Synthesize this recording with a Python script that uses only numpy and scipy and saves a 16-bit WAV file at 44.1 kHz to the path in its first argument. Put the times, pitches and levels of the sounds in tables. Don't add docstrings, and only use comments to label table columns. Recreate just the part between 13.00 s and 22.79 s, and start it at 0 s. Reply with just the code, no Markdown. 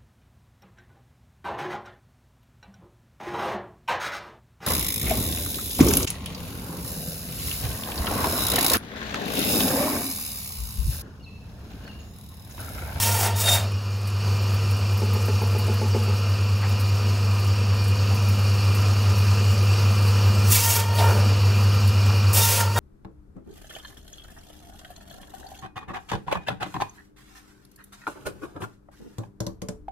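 import sys
import numpy as np
from scipy import signal
from scipy.fft import rfft, irfft, next_fast_len
from scipy.io import wavfile
from scipy.ndimage import uniform_filter1d, map_coordinates

SR = 44100
rng = np.random.default_rng(int(sys.argv[2]) if len(sys.argv) > 2 else 0)


def put_to_file(sound):
    columns = np.atleast_2d(sound).T
    safe = np.clip(columns, -1, 1)
    whole_steps = np.round(safe * 32767)
    wavfile.write(sys.argv[1], SR, whole_steps.astype(np.int16))


def boost(x):
    u = np.asarray(x, float) / 20
    return 10 ** u


N = 431738
HUM_HZ, TOOTH_HZ = 100.07, 921.5


def unit(x):
    return x / np.sqrt(np.mean(x ** 2) + 1e-20)


def along(points, hz):
    f, value = np.transpose(points)
    return np.interp(np.log(hz + 1), np.log(f + 1), value)


def curves(rows):
    s, *columns = np.transpose(rows)
    t = np.arange(N) / SR
    return [np.interp(t, s, column, left=-120, right=-120) for column in columns]


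def wobble(rate, size=N):
    coarse = np.arange(0, size + 32, 32)
    knots = rng.standard_normal(int(size * rate / SR) + 4)
    return np.interp(np.arange(size), coarse, map_coordinates(knots, [coarse * rate / SR]))


def filtered(x, response):
    n = x.shape[-1]
    m = next_fast_len(n + SR // 2)
    return irfft(rfft(x, m) * response(np.fft.rfftfreq(m, 1 / SR)), m)[..., :n]


def rush(response, patchy_db, size=N):
    z = signal.stft(rng.standard_normal(size + 512), nperseg=512)[2]
    field = uniform_filter1d(rng.standard_normal(z.shape), size=6, axis=0)
    field = uniform_filter1d(field, size=10, axis=1)
    patchy = signal.istft(z * boost(patchy_db * unit(field)), nperseg=512)[1][:size]
    return unit(filtered(patchy, response))


def room(x, t60, wet_db):
    t = np.arange(SR // 2) / SR
    tail = rng.standard_normal(len(t)) * boost(-60 * t / t60) * (t > .008)
    return x + boost(wet_db) * signal.fftconvolve(x, tail / np.linalg.norm(tail))[:N]


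def swells(rows, t):
    s, half, *columns = np.transpose(rows)[..., None]
    coarse = t[::64]
    bells = np.exp(-np.abs((coarse - s) / half) ** 2.0) + 1e-6
    return lambda weigh: np.interp(t, coarse, (bells * weigh).sum(0)), columns


# time in seconds, hum level in dB, blade hiss relative to the hum in dB.
GAIN = [(0.0, -25, -31), (0.6, -24.5, -40), (0.8, -27, -29.5), (1.15, -25.5, -29.5), (1.26, -21.5, -28.5),
        (1.7, -22, -30), (2.3, -21.5, -27), (3.4, -21.5, -30.5), (4.2, -20.5, -29), (4.65, -20.5, -31.5),
        (5.45, -19.3, -27.5), (7.52, -17.5, -27.5), (7.63, -25, -22), (7.9, -22.5, -26),
        (8.0, -17.5, -29.5), (9.36, -18, -30), (9.5, -25, -31), (9.79, -21, -21)]
# distance below the hum in Hz, level relative to the hum in dB, moment in step in seconds.
BEATS = [(5.04, -16.6, 5.092), (10.086, -17.1, 5.013), (15.112, -27.2, 4.992), (25.2, -35.9, 5.004),
         (7.538, -20.4, 5.017), (22.602, -37.8, 5.004), (9.374, -19.2, 5.026), (2.136, -30.3, 4.855),
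         (17.132, -32.2, 4.997), (19.43, -35.6, 4.981), (-20.546, -34, 5.006)]


def hum():
    level, t = boost(curves(GAIN)[0]), np.arange(N) / SR
    turn = 2 * np.pi * HUM_HZ * t
    throb_db = 0.4
    beats = sum(boost(db + throb_db) * np.sin(turn - 2 * np.pi * hz * (t - s)) for hz, db, s in BEATS)
    octave = boost(-18.5 + 1.4 * wobble(9)) * np.sin(2 * turn + 0.68 * wobble(6.4))
    return level * (np.sqrt(2) * (np.sin(turn) + beats) + octave)


# frequency in Hz, density in dB per Hz.
CABINET = [(20, -60), (64, -26), (80, -18.5), (110, -28), (170, -28), (500, -31.5), (780, -32),
           (1300, -31.5), (1970, -40.5), (2770, -37), (3500, -42), (4480, -38), (6000, -47.5),
           (11000, -61.5)]
# centre in Hz, width in Hz, level in dB.
PANELS = [(137, 44, -0.5), (220.4, 22, 4), (370.5, 22, 0.5), (422, 18, -1), (465, 39, 1), (558, 51, -4.5),
          (703, 15, -6.5), (1010, 19, 0), (1133, 33, -3), (1213, 43, 0.5), (1840, 44, -3), (2457, 70, 5.5),
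          (2682, 95, 2.5), (2900, 200, -2.5), (2980, 80, -2.5), (4320, 112, 2), (4610, 120, 5),
          (5020, 530, 0.5), (5537, 196, 7), (6640, 470, 1.5)]
# frequency in Hz, rms level in dB.
WHINES = [(500.6, -48.5), (958.2, -53), (1249, -52.5), (1351, -50.5), (2406, -50), (2676, -54.5),
          (2853, -50)]
# frequency in Hz, density in dB per Hz.
AIR = [(3000, -34), (5000, -4), (6570, -3.5), (10100, -10), (13000, -10), (15300, -10.5), (16000, -10)]


def cabinet_response(f):
    peaks = 1 + sum(boost(db + 6) ** 2 / (1 + (2 * (f - c) / width) ** 2) ** 2 for c, width, db in PANELS)
    return boost(along(CABINET, f)) * np.sqrt(peaks)


def machine():
    hum_db, load_db = curves(GAIN)
    t = np.arange(N) / SR
    drone = boost(7.5 + 0.37 * wobble(9)) * rush(cabinet_response, patchy_db=0.74)
    whines = 0
    for hz, db in WHINES:
        level = boost(db + 42.5 + 2.6 * wobble(13))
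        whines = whines + level * np.sin(2 * np.pi * hz * t + 0.86 * wobble(12))
    air_level = boost(hum_db + load_db + 4.5 + 0.59 * wobble(25) + 1.3 * wobble(80))
    air = air_level * rush(lambda f: boost(along(AIR, f)), patchy_db=2.0)
    return boost(hum_db - 19.5) * (drone + whines) + air


# frequency in Hz, density in dB per Hz.
TEARING = [(710, -18), (1200, -3), (1320, -12), (1700, -8), (1810, -8), (2090, -6.5), (2680, -2.5),
           (3910, -6), (5530, 0.5), (16000, -1)]


def tearing(tear_db, t):
    once_a_tooth = 1 + 0.26 * np.cos(2 * np.pi * TOOTH_HZ * t)

    def colour(f):
        phase = np.pi * f / TOOTH_HZ
        comb = 1 + 1.17 * np.cos(phase) ** 70 + 0.9 * np.sin(phase) ** 70
        return boost(along(TEARING, f)) * comb

    flutter = boost(1.5 * wobble(90, size=len(t)))
    rip = unit(once_a_tooth * flutter * rush(colour, patchy_db=1.0, size=len(t)))
    deep = filtered(rip, lambda f: 1 / (1 + (f / 4500) ** 4))
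    push = boost(tear_db + 1.5)
    sunk = signal.lfilter([1 / 1500], [1, 1 / 1500 - 1], push, zi=[push[0]])[0]
    return boost(tear_db + 4.0) * (rip - deep) + 1.9 * sunk * deep


def sliding(noise, centre_hz, width):
    bank = np.geomspace(350, 900, 7)
    step = np.log(bank[1] / bank[0])
    place = np.log(np.clip(centre_hz, bank[0], bank[-1]))
    out = 0
    for c in bank:
        share = np.clip(1 - abs(place - np.log(c)) / step, 0, 1)
        band = filtered(noise, lambda f: 1 / (1 + (np.log((f + 1) / c) / width) ** 2))
        out = out + np.sqrt(share) * unit(band)
    return out


def steady(x):
    return unit(x / np.sqrt(np.abs(uniform_filter1d(x ** 2, size=1300) + 1e-9)))


# frequency in Hz, density in dB per Hz.
GRIND = [(120, -45), (200, -23.5), (410, -8), (456, -12), (816, -9.5), (926, -5.5), (1130, -18),
         (1330, -11), (2500, -22), (3250, -52), (5500, -120)]
# time in seconds, half length in seconds, grind in dB, pitch in Hz.
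BONES = [(0.09, 0.071, -34, 607), (0.245, 0.06, -27, 760), (0.34, 0.025, -43, 590),
         (0.495, 0.071, -29, 644), (0.59, 0.071, -36, 607), (7.575, 0.025, -40, 467),
         (7.68, 0.074, -39.5, 620), (7.79, 0.046, -35.5, 545), (7.93, 0.066, -38, 577),
         (8.015, 0.028, -24, 670), (8.095, 0.042, -26, 475), (8.18, 0.06, -30.5, 554),
         (9.39, 0.029, -30.5, 493), (9.53, 0.078, -34, 540), (9.61, 0.03, -37, 620), (9.7, 0.05, -45, 570),
         (9.79, 0.027, -23, 520)]


def grinding(t):
    on_bone, (bone_db, bone_hz) = swells(BONES, t)
    grind_hz = on_bone(boost(bone_db) * bone_hz) / on_bone(boost(bone_db))
    bone = rush(lambda f: boost(along(GRIND, f)), patchy_db=2.5, size=len(t))
    return on_bone(boost(bone_db - 0.7)) * steady(1.15 * bone + sliding(bone, grind_hz, width=0.1))


def teeth(colour, t, waver_db, rough_db, drift):
    hz = TOOTH_HZ / 2 * np.arange(1, 25)
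    odd = np.arange(len(hz)) % 2 == 0
    level_db = along(colour, hz) - 4 * odd
    turn = 2 * np.pi * t + drift * wobble(60, size=len(t)) / TOOTH_HZ
    heard, out = level_db > -32, 0
    for f, db in zip(hz[heard], level_db[heard]):
        depth_db = waver_db * np.tanh(-db / 6 + 0.15)
        waver = depth_db * wobble(30.06, size=len(t))
        out = out + boost(db + waver) * np.sin(f * turn + rng.uniform(0, 2 * np.pi))
    return unit(out * boost(rough_db * wobble(150, size=len(t))))


# frequency in Hz, level in dB.
NOTE = [(300, -30), (460, -5.5), (920, 0), (1400, -5), (1840, -9.5), (2300, -15), (2760, -18), (3300, -11),
        (4200, -57)]
# frequency in Hz, level in dB.
RING = [(2000, -40), (2770, -20), (3230, -16), (3690, 0), (4150, -13), (4610, -15), (5530, -19),
        (6450, -22), (7380, -15), (8300, -24), (10100, -19), (12000, -28)]
# time in seconds, half length in seconds, tooth note in dB, blade ring in dB.
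SONGS = [(0.0, 0.03, -33.5, -44), (0.065, 0.04, -31.5, -39), (0.15, 0.05, -29.5, -46),
         (0.285, 0.041, -30, -51), (0.39, 0.045, -35.5, -39), (0.495, 0.044, -43, -21),
         (0.56, 0.037, -37, -29.5), (7.56, 0.06, -47, -50), (7.66, 0.054, -33.5, -48),
         (7.78, 0.058, -30.5, -40), (7.89, 0.095, -37, -56), (8.04, 0.053, -24.5, -44),
         (8.12, 0.04, -44, -55), (9.37, 0.03, -45, -42), (9.43, 0.035, -30, -32.5), (9.52, 0.088, -37, -51),
         (9.61, 0.032, -27.5, -48), (9.69, 0.044, -35, -51), (9.79, 0.028, -24, -34)]


def singing(t):
    in_song, (sung_db, rung_db) = swells(SONGS, t)
    note = teeth(NOTE, t, waver_db=3.5, rough_db=3.3, drift=1.2)
    ring = teeth(RING, t, waver_db=3, rough_db=2.8, drift=.38)
    ring_db = 20 * np.log10(in_song(boost(rung_db)))
    squeal_db = ring_db + 0.27 * np.minimum(ring_db + 26, 0)
    return in_song(boost(sung_db)) * note + boost(squeal_db + 2.9) * ring


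# time in seconds, tearing level in dB.
FEED = [
    [(0.0, -26), (0.15, -29), (0.246, -28), (0.274, -31), (0.308, -71), (0.34, -62)],
    [(0.34, -62), (0.362, -34.5), (0.404, -28), (0.488, -31), (0.552, -26.5), (0.648, -66), (0.72, -64)],
    [(7.44, -51), (7.522, -21.5), (7.574, -23), (7.616, -27.5), (7.714, -24), (7.756, -26), (7.8, -33),
     (7.83, -55), (7.892, -64)],
    [(7.892, -63), (7.968, -37), (8.014, -37), (8.058, -43), (8.096, -40), (8.168, -48), (8.3, -61)],
    [(9.28, -47), (9.325, -52), (9.333, -23), (9.418, -23), (9.526, -26.5), (9.612, -29), (9.652, -60),
     (9.742, -49), (9.79, -29)],
]


def cutting():
    feed_db = np.max([curves(bite)[0] for bite in FEED], axis=0)
    biting = feed_db > -119
    t = np.flatnonzero(biting) / SR
    sound = np.zeros(N)
    sound[biting] = tearing(feed_db[biting], t) + grinding(t) + singing(t)
    return room(sound, t60=0.26, wet_db=-8.0)


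def puffs(rows, width, rise, gain_db):
    out, t = np.zeros(N + SR), np.arange(SR // 4) / SR
    f = np.fft.rfftfreq(len(t), 1 / SR)
    for s, db, hz, t60 in rows:
        band = 1 / (1 + (np.log((f + 1) / hz) / width) ** 4)
        noise = unit(irfft(rfft(rng.standard_normal(len(t))) * band, len(t)))
        envelope = boost(db + gain_db - 60 * t / max(t60, .01)) * (1 - np.exp(-t / rise))
        out[round(s * SR):][:len(t)] += envelope * noise
    return out[:N]


# start in seconds, peak level in dB, pitch in Hz, 60 dB decay in seconds.
SCUFFS = [(.26, -19, 1380, 0.077), (.435, -20, 1500, .06), (.475, -7, 1700, 0.055),
          (.547, -15.5, 1580, 0.12), (1.07, -30, 2400, .06), (2.279, -22, 1400, 0.074),
          (3.62, -25, 1900, 0.19), (3.622, -25, 1700, 0.17), (3.624, -23, 1050, 0.19),
          (7.975, -16.5, 3660, 0.17), (8.008, -22, 1330, 0.092), (8.069, -28, 1340, 0.1),
          (9.532, -21, 2730, .1), (9.595, -10, 1300, 0.074), (9.76, -15, 1200, .12)]


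def scuffs():
    return puffs(SCUFFS, width=0.4, rise=0.011, gain_db=-5.5)


# start in seconds, peak level in dB, pitch in Hz.
TICKS = [(1.0705, -29, 9700), (1.4137, -32, 14000), (1.5404, -30, 12600), (1.7045, -28, 12300),
         (1.7634, -32, 8970), (1.925, -33, 12500), (1.9709, -29, 13600), (2.1311, -24, 14400),
         (2.2533, -25, 14600), (2.4169, -29, 13600), (2.582, -24, 14000), (2.6643, -31, 8740),
         (2.7357, -28, 14100), (2.8784, -34, 9160), (3.029, -33, 9910), (3.6895, -31, 11700),
         (3.7978, -26.5, 11800), (4.3944, -31, 10600), (4.443, -31, 8410), (4.8374, -30, 8300),
         (4.8763, -29, 9880), (5.1422, -28, 12600), (5.2834, -26, 14900), (5.7458, -26, 10500),
         (6.1784, -28, 12500), (6.6248, -33, 11500), (7.0743, -27, 10700), (8.7415, -31, 11500),
         (8.8722, -25, 10500), (9.3317, -22, 13500)]


def ticks():
    return puffs([(*tick, 0.09) for tick in TICKS], width=0.44, rise=0.0037, gain_db=-6.5)


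def crumbs():
    times = rng.uniform(.7, 8.4, 60)
    specks = [(s, -33 + 3 * a, 11500 * boost(2.5 * b), 0.03)
              for s, a, b in zip(times, *rng.standard_normal((2, 60)))]
    return puffs(specks, width=0.3, rise=0.001, gain_db=-8.5)


TAPS = [-15, -16, -13, -14, -16, -14, -12.5, -11, -17.5]
# frequency in Hz, level in dB, 60 dB decay in seconds.
BOARD = [(365, -8, .08), (410, 0, .1), (465, 0, .1), (520, -7, .07), (620, -17, .05), (860, -5, .08),
         (2200, -17, .04)]


def taps():
    first_s, gap_s = 2.017, 0.1328
    out, t = np.zeros(N + SR), np.arange(SR // 2) / SR
    thud_band = signal.butter(2, [300, 750], "bandpass", fs=SR, output="sos")
    for s, db in zip(first_s + gap_s * np.arange(len(TAPS)), TAPS):
        ring = 0
        for hz, level, t60 in BOARD:
            ring = ring + boost(level + rng.uniform(-1.1, 1) - 60 * t / t60) * np.sin(2 * np.pi * hz * t)
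        thud = unit(signal.sosfilt(thud_band, rng.standard_normal(len(t))))
        ring += 0.39 * boost(-60 * t / 0.089) * thud
        low = boost(-4.5 - 60 * t / 0.23) * np.sin(2 * np.pi * 220 * t) * (1 - np.exp(-t / 0.0069))
        out[round(s * SR):][:len(t)] += boost(db - 7) * (ring * (1 - np.exp(-t / 0.0036)) + low)
    return room(out[:N], t60=0.33, wet_db=-4.5)


def scene():
    mix = hum() + machine() + cutting() + scuffs() + ticks() + crumbs() + taps()
    return np.array([mix, mix])


def top_cut(x):
    return signal.sosfilt(signal.butter(12, 16590, fs=SR, output="sos"), x)


def record(dry):
    return top_cut(filtered(dry, lambda f: f < 15740))


dry = scene()
out = record(dry)
put_to_file(out)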